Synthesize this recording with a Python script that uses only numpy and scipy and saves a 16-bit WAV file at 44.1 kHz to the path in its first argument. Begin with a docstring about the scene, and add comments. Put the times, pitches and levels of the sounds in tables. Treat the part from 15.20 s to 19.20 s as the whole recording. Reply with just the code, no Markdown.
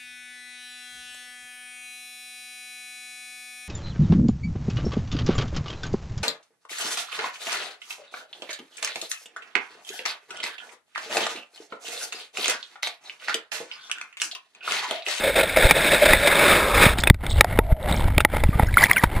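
"""A camera in a waterproof case is held under the surf. Bubbly water rushes over it in surges and
makes it hum hollowly, while eddies rumble and the first knocks and shoves land. A wave churns past,
then the flow slackens to a dull wash with gritty fizz, and harder hits overload the microphone.
Near the end, froth breaks and bubbles plop as the case comes up to the surface."""
import sys
import numpy as np
from scipy import signal
from scipy.fft import rfft, irfft
from scipy.io import wavfile

SR = 44100
rng = np.random.default_rng(int(sys.argv[2]) if len(sys.argv) > 2 else 0)


def generate_wav(sig):
    """Save sig (samples, or channels by samples) to the path in sys.argv[1] as 16-bit PCM at SR."""
    pcm = np.round(np.clip(np.atleast_2d(sig).T, -1, 1) * 32767).astype(np.int16)
    wavfile.write(sys.argv[1], SR, pcm)


N = 176400

# steady flow of water over the case: t/s, level/dB
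FLOW_LEVEL = [(0, -26.5), (.13, -30.5), (.34, -28), (.42, -59), (.5, -17), (.535, -29.5), (.57, -22),
              (.79, -23.5), (.9, -21), (1.01, -25), (1.12, -20.5), (1.2, -18), (1.33, -16.5), (1.42, -23.5),
              (1.52, -26.5), (1.6, -25), (1.7, -22), (1.735, -28.5)]
# surges in the flow: start/s, length/s, rush level/dB, hollow note level/dB
FLOW_SURGES = [(0.031, 0.07, -25.5, -21.5), (.152, 0.063, -19, -18.5), (0.227, 0.0084, -19.5, -16),
               (0.355, 0.063, -20.5, -21.5), (0.416, 0.055, -18.5, -19), (0.542, 0.035, -28, -21.5),
               (0.635, 0.056, -22, -26), (0.713, 0.04, -16.5, -19.5), (0.816, 0.026, -20.5, -14.5),
               (0.851, 0.014, -14, -18), (0.881, 0.071, -19, -20), (1.025, 0.059, -24.5, -22.5),
               (1.537, 0.11, -20, -45), (1.61, 0.064, -17, -51)]
# the dull wash after the rush: t/s, level/dB
WASH_LEVEL = [(1.7, -36.5), (1.89, -27.5), (1.915, -40), (1.99, -45.5), (2.04, -30), (2.15, -35),
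              (2.2, -23), (2.228, -28.5), (2.34, -27.5), (2.42, -39), (2.49, -42), (2.523, -25.5),
              (2.54, -53), (2.59, -41), (2.68, -23.5), (2.82, -27.5), (2.96, -35.5), (3.02, -37),
              (3.075, -46), (3.15, -26), (3.3, -40), (3.41, -23.5), (3.52, -43), (3.8, -75), (3.87, -38.5),
              (3.96, -25), (4, -28)]
# froth as the case nears the surface: t/s, level/dB
SPLASH_LEVEL = [(3.12, -43), (3.42, -43.5), (3.555, -38), (3.578, -23), (3.63, -19), (3.66, -18.5),
                (3.68, -37), (3.7, -20), (3.745, -36.5), (3.77, -25), (3.8, -38.5), (3.83, -26.5),
                (3.86, -37)]
# tone of water and rattles heard through the case: f/Hz, level/dB
CASE_EQ = [(100, -24.5), (400, -4.5), (720, -8.5), (850, -3), (1000, -7.5), (1150, -10.5), (1350, -3.5),
           (1700, 1), (2000, -3.5), (2200, 3.5), (2600, -4), (2900, -11), (3250, -8.5), (3700, -0.5),
           (3980, -8), (4400, -16), (5300, -14), (6000, -21.5)]
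# bright band of sizzle and fizz: f/Hz, level/dB
FIZZ_EQ = [(2000, -26), (3000, -0.5), (3700, 6), (4400, -5), (6000, -9)]
# low band of gurgles and thuds: f/Hz, level/dB
GURGLE_EQ = [(60, -45.5), (150, 2), (280, -0.5), (450, -0.5), (600, 2), (1000, -50)]


def amp(db):
    """Decibels to gain."""
    return 10 ** (np.asarray(db) / 20)


def unit(x):
    """Scales to rms 1."""
    return x / np.sqrt(np.mean(x ** 2) + 1e-20)


def level(curve):
    """Fader ride through (t/s, level/dB) points, dying away fast outside them."""
    s, db = np.transpose(curve)
    t = np.arange(N) / SR
    outside = np.maximum(s[0] - t, 0) + np.maximum(t - s[-1], 0)
    return amp(np.interp(t, s, db) - 1000 * outside)


def swells(rows, attack_s=0.0096, release_s=0.0072):
    """Attack, hold and release envelopes from (start/s, length/s, level/dB) rows."""
    t = np.arange(N) / SR
    gain = np.zeros(N)
    for start, length, db in rows:
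        attack = np.clip((t - start) / attack_s, 0, 1)
        release = np.exp(-np.maximum(t - start - length, 0) / release_s)
        gain += amp(db) * attack * release
    return gain


def add(mix, s, sound):
    """Mixes a sound in at time s."""
    part = mix[max(round(s * SR), 0):][:len(sound)]
    part += sound[:len(part)]


def colour(x, points, size=4096):
    """Minimum-phase EQ of unit energy, shaped by (f/Hz, level/dB) points."""
    f, db = np.transpose(points)
    bin_hz = abs(np.fft.fftfreq(size, 1 / SR))
    log_gain = np.log(amp(np.interp(np.log(bin_hz + 1), np.log(f), db)))
    taps = np.fft.ifft(np.exp(np.conj(signal.hilbert(log_gain)))).real[:size // 2]
    return signal.fftconvolve(x, taps / np.linalg.norm(taps))[:len(x)]


def wander(rate_hz):
    """Smooth random motion of rms 1, rolling off around the given rate."""
    f = np.fft.rfftfreq(N, 1 / SR)
    return unit(irfft(rfft(rng.standard_normal(N)) * np.exp(-(f / rate_hz) ** 2), N))


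def flutter(rate_hz, depth_db):
    """Randomly flickering gain of rms 1."""
    return unit(amp(depth_db * wander(rate_hz)))


def clicks(rate, spread_db):
    """Random impulses of uneven size, about `rate` a second."""
    hits = rng.random(N) < rate / SR
    polarity = rng.choice([-1, 1], N)
    return hits * polarity * amp(spread_db * np.minimum(rng.exponential(1, N), 3))


def swarm(rate, low_hz, high_hz, cycles, spread_db, rise, count=36):
    """A cloud of small bubbles: damped pings that glide up; `cycles` and `rise` are per decay time."""
    out = np.zeros(N)
    for hz in np.geomspace(low_hz, high_hz, count) * rng.uniform(.96, 1.04, count):
        age = np.arange(0, 6, hz / cycles / SR)  # in decay times
        ping = np.exp(-age) * np.sin(2 * np.pi * cycles * (age + rise * age ** 2 / 2))
        pings = signal.oaconvolve(clicks(rate / count, spread_db), ping)[:N]
        out += np.sqrt(hz) * unit(pings)  # about even power per Hz
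    return unit(out)


def flow_strength():
    """Envelope of the steady flow and its surges, summed in power."""
    return np.hypot(level(FLOW_LEVEL), swells(np.array(FLOW_SURGES)[:, :3]))


def rush():
    """Sand grains and bubbles sweep over the case in surges; the passing wave churns and sizzles."""
    # churn and sizzle of the passing wave: t/s, level/dB
    wave_level = [(1.04, -42), (1.1, -30), (1.31, -21.5), (1.45, -25), (1.66, -23), (1.73, -35)]
    # tone of the churning bubbles: f/Hz, level/dB
    churn_eq = [(100, -0.5), (250, -10.5), (530, -1), (720, -10), (950, -6), (1300, 0.5), (1600, -39),
                (3000, 1)]
    grit = unit(clicks(rate=5800, spread_db=-3))
    froth = swarm(rate=1400, low_hz=646, high_hz=5057, cycles=9.4, spread_db=-2, rise=0.022)
    water = unit(colour(grit + amp(-8) * froth, CASE_EQ))
    low_bubbles = swarm(rate=1500, low_hz=210.4, high_hz=1710, cycles=4.9, spread_db=3, rise=0.016)
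    churn = unit(colour(low_bubbles, churn_eq))
    sizzle = unit(colour(grit, FIZZ_EQ))
    stream = amp(1) * water * flutter(rate_hz=100, depth_db=0.77) * flow_strength()
    wave = (amp(1.5) * churn + amp(-12) * sizzle) * level(wave_level)
    return stream + wave


def hollow_hum(width_hz=146, pitch_drift=0.025, steadiness=0.16):
    """The flow keeps a low, wandering resonance going around the case; it lingers in slack water."""
    # pitch of the hollow note: t/s, f/Hz
    pitch = [(0, 640), (.09, 512), (.2, 592), (.42, 583), (.7, 602), (1.5, 562), (2.3, 644)]
    # the note in slack water: t/s, level/dB
    slack_level = [(2.28, -45), (2.48, -41), (2.518, -24.5), (2.535, -43.5), (2.62, -35), (2.67, -34.5),
                   (2.74, -39)]
    hz = np.interp(np.arange(N) / SR, *np.transpose(pitch))
    hz *= 1 + pitch_drift * wander(rate_hz=35)
    carrier = np.exp(2j * np.pi * np.cumsum(hz) / SR)
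    # noise through two resonators in series that follow the pitch
    pole = np.exp(-np.pi * width_hz / SR)
    ring = signal.lfilter([1], np.poly([pole, pole]), rng.standard_normal(N) / carrier)
    note = (carrier * ring / abs(ring) ** steadiness).real  # evens out the level a little
    surges = swells(np.array(FLOW_SURGES)[:, [0, 1, 3]])
    drive = np.hypot(amp(-7.5) * level(FLOW_LEVEL), surges)
    return unit(note) * (drive + level(slack_level))


def eddies():
    """Pressure eddies rumble against the case, and the moving water gurgles."""
    # eddies buffeting the case: t/s, level/dB
    rumble_level = [(0, -43), (.42, -32.5), (.6, -37), (.8, -39), (.95, -24.5), (1.1, -44), (1.5, -29.5),
                    (1.66, -22.5), (1.74, -27.5), (1.88, -29), (1.95, -11), (1.985, -33), (2.06, -26.5),
                    (2.18, -17), (2.28, -27), (2.48, -25), (2.58, -38), (2.7, -25.5), (3, -22.5),
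                    (3.09, -35), (3.24, -18.5), (3.4, -30), (3.53, -17.5), (3.6, -39), (3.78, -56),
                    (3.86, -22), (3.93, -54), (4, -16)]
    # deep tone of the buffeting: f/Hz, level/dB
    rumble_eq = [(10, -11), (25, 2), (50, 5), (100, 0), (170, -20.5), (300, -23.5), (700, -60.5)]
    rumble = unit(colour(rng.standard_normal(N), rumble_eq, size=16384)) * level(rumble_level)
    motion = flow_strength() + amp(2.5) * level(WASH_LEVEL) + level(SPLASH_LEVEL)
    gurgle = unit(colour(clicks(rate=700, spread_db=2.5), GURGLE_EQ)) * motion
    return amp(0.5) * rumble + amp(-11.5) * gurgle


def knocks(attack_s=0.0005):
    """Each knock rings the struck spot and the case's modes, with a brief rattle and a dull thud."""
    # knocks on the case: t/s, level/dB, ring f/Hz, ring decay/s, relative rattle/dB, rattle decay/s
    hits = [(0.3708, -6.5, 626, 0.015, 0, 0.0014), (.5095, 4.5, 2183, 0.0021, -11.5, 0.0056),
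            (0.933, -5.5, 1996, 0.0099, -1.5, 0.0022), (1.072, -11, 2060, 0.013, -1.5, 0.0074),
            (1.785, -17.5, 3840, 0.0026, -7.5, 0.0067), (1.8362, -9.5, 3500, 0.0043, -1.5, 0.0012),
            (1.872, -3.5, 2520, 0.0041, -11.5, 0.004), (1.8997, 0, 2044, 0.0033, 2.5, 0.0006),
            (1.944, -15.5, 1500, .003, -2, 0.0017), (2.065, -22, 3550, 0.0023, 3.5, 0.0013),
            (2.209, 16, 2250, .0018, -10.5, 0.0017), (2.2452, 1.5, 710, 0.0038, 8, 0.00032),
            (2.389, 1.5, 450, 0.0027, -5, 0.00059), (2.9807, -0.5, 1500, 0.00023, 4, 0.00068),
            (3.004, -6, 1400, 0.002, -13.5, 0.0045), (3.0494, 3.5, 2015, 0.0018, -12, 0.0011),
            (3.137, -13.5, 563, 0.0036, -33, 0.0039), (3.167, -9.5, 776, 0.0012, -10, 0.0017),
            (3.237, -4.5, 665, 0.00083, -13.5, 0.0021), (3.3963, -1.5, 803, 0.0022, -39, 0.003),
            (3.432, -12.5, 634, 0.0018, -17, 0.0025), (3.836, -5, 936, 0.0051, -11.5, 0.0042),
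            (3.84, -2, 1450, 0.002, -26, 0.00051)]
    # case modes that every knock rings: f/Hz, level/dB, decay/s
    case_modes = [(354, -21, 0.0054), (606, -4.5, 0.0017), (841, -11, 0.0046), (1292, -7.5, 0.0023),
                  (1920, -10, 0.0026)]
    t = np.arange(0, .06, 1 / SR)
    rings, rattles = np.zeros((2, N))
    onset = 1 - np.exp(-t / attack_s)
    body = sum(amp(db) * np.exp(-t / decay) * np.sin(2 * np.pi * hz * t) for hz, db, decay in case_modes)
    for s, db, hz, decay, rattle_db, rattle_decay in hits:
        spot = np.exp(-t / decay) * np.sin(2 * np.pi * hz * t)
        rattle = np.exp(-t / rattle_decay) * rng.standard_normal(len(t))
        add(rings, s, amp(db) * onset * (body + spot))
        add(rattles, s, amp(db + rattle_db) * onset * rattle)
    thuds = colour(rattles, GURGLE_EQ)
    return rings + amp(7) * colour(rattles, CASE_EQ) + amp(-3) * thuds


def shoves(swing_s=0.0015):
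    """Pressure builds on the case, lets go and swings back: a dull thump."""
    # shoves on the case: centre t/s, level/dB, build and decay time/s
    pushes = [(0.455, -3.5, 0.0074), (.912, -14.5, 0.0099), (1.667, 11, 0.0013), (1.9084, 25.5, 0.0014),
              (2.197, -16, 0.0075), (2.392, 1.5, 0.002), (2.527, -1.5, 0.0051), (2.856, -8, 0.011),
              (2.9764, -0.5, 0.0027), (3.252, -8, 0.01), (3.292, 6, 0.0019), (3.358, -3, 0.0027),
              (3.403, 5.5, 0.0013), (3.433, 0.5, 0.0027), (3.839, 15, 0.0008), (3.969, -8, 0.0065)]
    out = np.zeros(N)
    t = np.arange(-.05, .05, 1 / SR)
    for s, db, decay in pushes:
        thump = np.tanh(t / swing_s) * np.exp(-np.hypot(t, swing_s) / decay)
        add(out, s + t[0], amp(db) * thump)
    return out


def wash():
    """Slack, bubbling water with squirts of fine, bright ticking."""
    # dull tone of the slack water: f/Hz, level/dB
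    wash_eq = [(100, 16), (250, 5), (450, -9), (650, 1.5), (870, 4.5), (1120, -6), (1350, -1), (1750, -5.5),
               (2150, 1.5), (2500, -11.5), (2900, -11), (3600, -10), (4500, -18.5), (6000, -26)]
    # squirts of fine fizz: start/s, length/s, level/dB
    squirts = [(1.772, 0.037, -21), (2.092, 0.032, -28.5), (2.14, 0.077, -38), (2.68, 0.13, -39)]
    bubbling = swarm(rate=540, low_hz=407.3, high_hz=3018, cycles=21.7, spread_db=-4.5, rise=0.0525)
    grit = unit(clicks(rate=9800, spread_db=-6))
    body = unit(colour(grit + amp(-12) * bubbling, wash_eq))
    ticks = swarm(rate=450, low_hz=3000, high_hz=5500, cycles=4, spread_db=3.5, rise=0.02)
    fizz = unit(colour(ticks, FIZZ_EQ)) * swells(squirts)
    water = body * flutter(rate_hz=120, depth_db=3.8) * level(WASH_LEVEL)
    return amp(1) * water + amp(-2) * fizz


def bubbles(attack_s=0.0009, rise_per_decay=0.022):
    """Single bubbles pinch off and ring, rising in pitch."""
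    # bubbles, from plops to tiny ticks: t/s, level/dB, f/Hz, decay/s
    plops = [(1.8735, -26, 3340, 0.0026), (2.185, -14, 2760, 0.0011), (2.393, -21, 895, 0.011),
             (2.6284, -17.5, 3630, 0.0009), (2.725, -5, 3650, 0.0014), (2.764, -12.5, 5300, 0.0008),
             (2.804, -14, 3260, .0012), (2.998, -11, 2660, 0.0016), (3.329, -26.5, 1186, 0.021),
             (3.469, -26, 5230, 0.0025), (3.486, -18, 1580, 0.0047), (3.541, -8, 2100, 0.0021),
             (3.541, -17, 3800, 0.0018), (3.5709, 7.5, 1356, 0.0028), (3.581, 5, 2060, 0.0022),
             (3.591, -14, 1940, 0.0024), (3.621, -8, 4690, 0.0014), (3.639, 12, 1870, 0.0015),
             (3.713, 12, 1990, 0.0012), (3.731, -13, 3250, 0.003), (3.732, -6, 4950, 0.00091),
             (3.762, -3, 2670, 0.0013), (3.766, -5.5, 1500, 0.0044), (3.769, -4.5, 2280, 0.003),
             (3.779, -6, 2070, .004), (3.785, -14, 5500, 0.0013), (3.793, -15, 1860, 0.0065)]
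    out = np.zeros(N)
    for s, db, hz, decay in plops:
        t = np.arange(0, 8 * decay, 1 / SR)
        envelope = (1 - np.exp(-t / attack_s)) * np.exp(-t / decay)
        chirp = np.sin(2 * np.pi * hz * t * (1 + rise_per_decay * t / decay / 2))
        add(out, s, amp(db) * envelope * chirp)
    return out


def splash():
    """Bubbles gather as the case rises, then froth breaks around it."""
    # tone of the breaking froth: f/Hz, level/dB
    splash_eq = [(150, 8), (400, -7), (900, -2.5), (1400, -4.5), (2000, 3), (2900, -12.5), (3600, -5),
                 (4700, -6), (6000, -14)]
    froth = swarm(rate=600, low_hz=602, high_hz=3360, cycles=7.1, spread_db=4.5, rise=0.024)
    spray = unit(clicks(rate=2600, spread_db=-2.5))
    return amp(2.5) * unit(colour(spray + amp(1) * froth, splash_eq)) * level(SPLASH_LEVEL)


def scene():
    """Everything reaches one microphone through the case."""
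    water = rush() + hollow_hum() + wash() + splash() + eddies()
    mono = water + knocks() + bubbles() + shoves()
    return np.array([mono, mono])


def record(dry, threshold_db=-9, recover_db_per_s=130, duck_share=0.92, hold_hz=12000, edge_hz=15500):
    """Gain control ducks after hard hits, peaks clip, and slow, held samples add a gritty treble."""
    pole = np.exp(-1 / (0.0031 * SR))  # 3.1 ms smoothing of detector and gain
    power_db = 10 * np.log10(signal.lfilter([1 - pole], [1, -pole], dry[0] ** 2) + 1e-12)
    fall_db = np.arange(N) / SR * recover_db_per_s
    peak_db = np.maximum.accumulate(power_db + fall_db) - fall_db
    over_db = np.maximum(peak_db - threshold_db, 0)
    ducked = dry * amp(-duck_share * signal.lfilter([1 - pole], [1, -pole], over_db))
    clipped = np.clip(signal.resample_poly(ducked, hold_hz, SR, axis=1), -1, 1)
    # holding each sample mirrors the spectrum into the treble
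    steps = np.repeat(clipped, 8, axis=1)
    held = signal.resample_poly(steps, SR, 8 * hold_hz, axis=1)[:, :N]
    lowpass = signal.firwin(401, edge_hz, window=("kaiser", 8), fs=SR)
    return signal.oaconvolve(held, lowpass[None], "same")


dry = scene()
out = record(dry)
generate_wav(out)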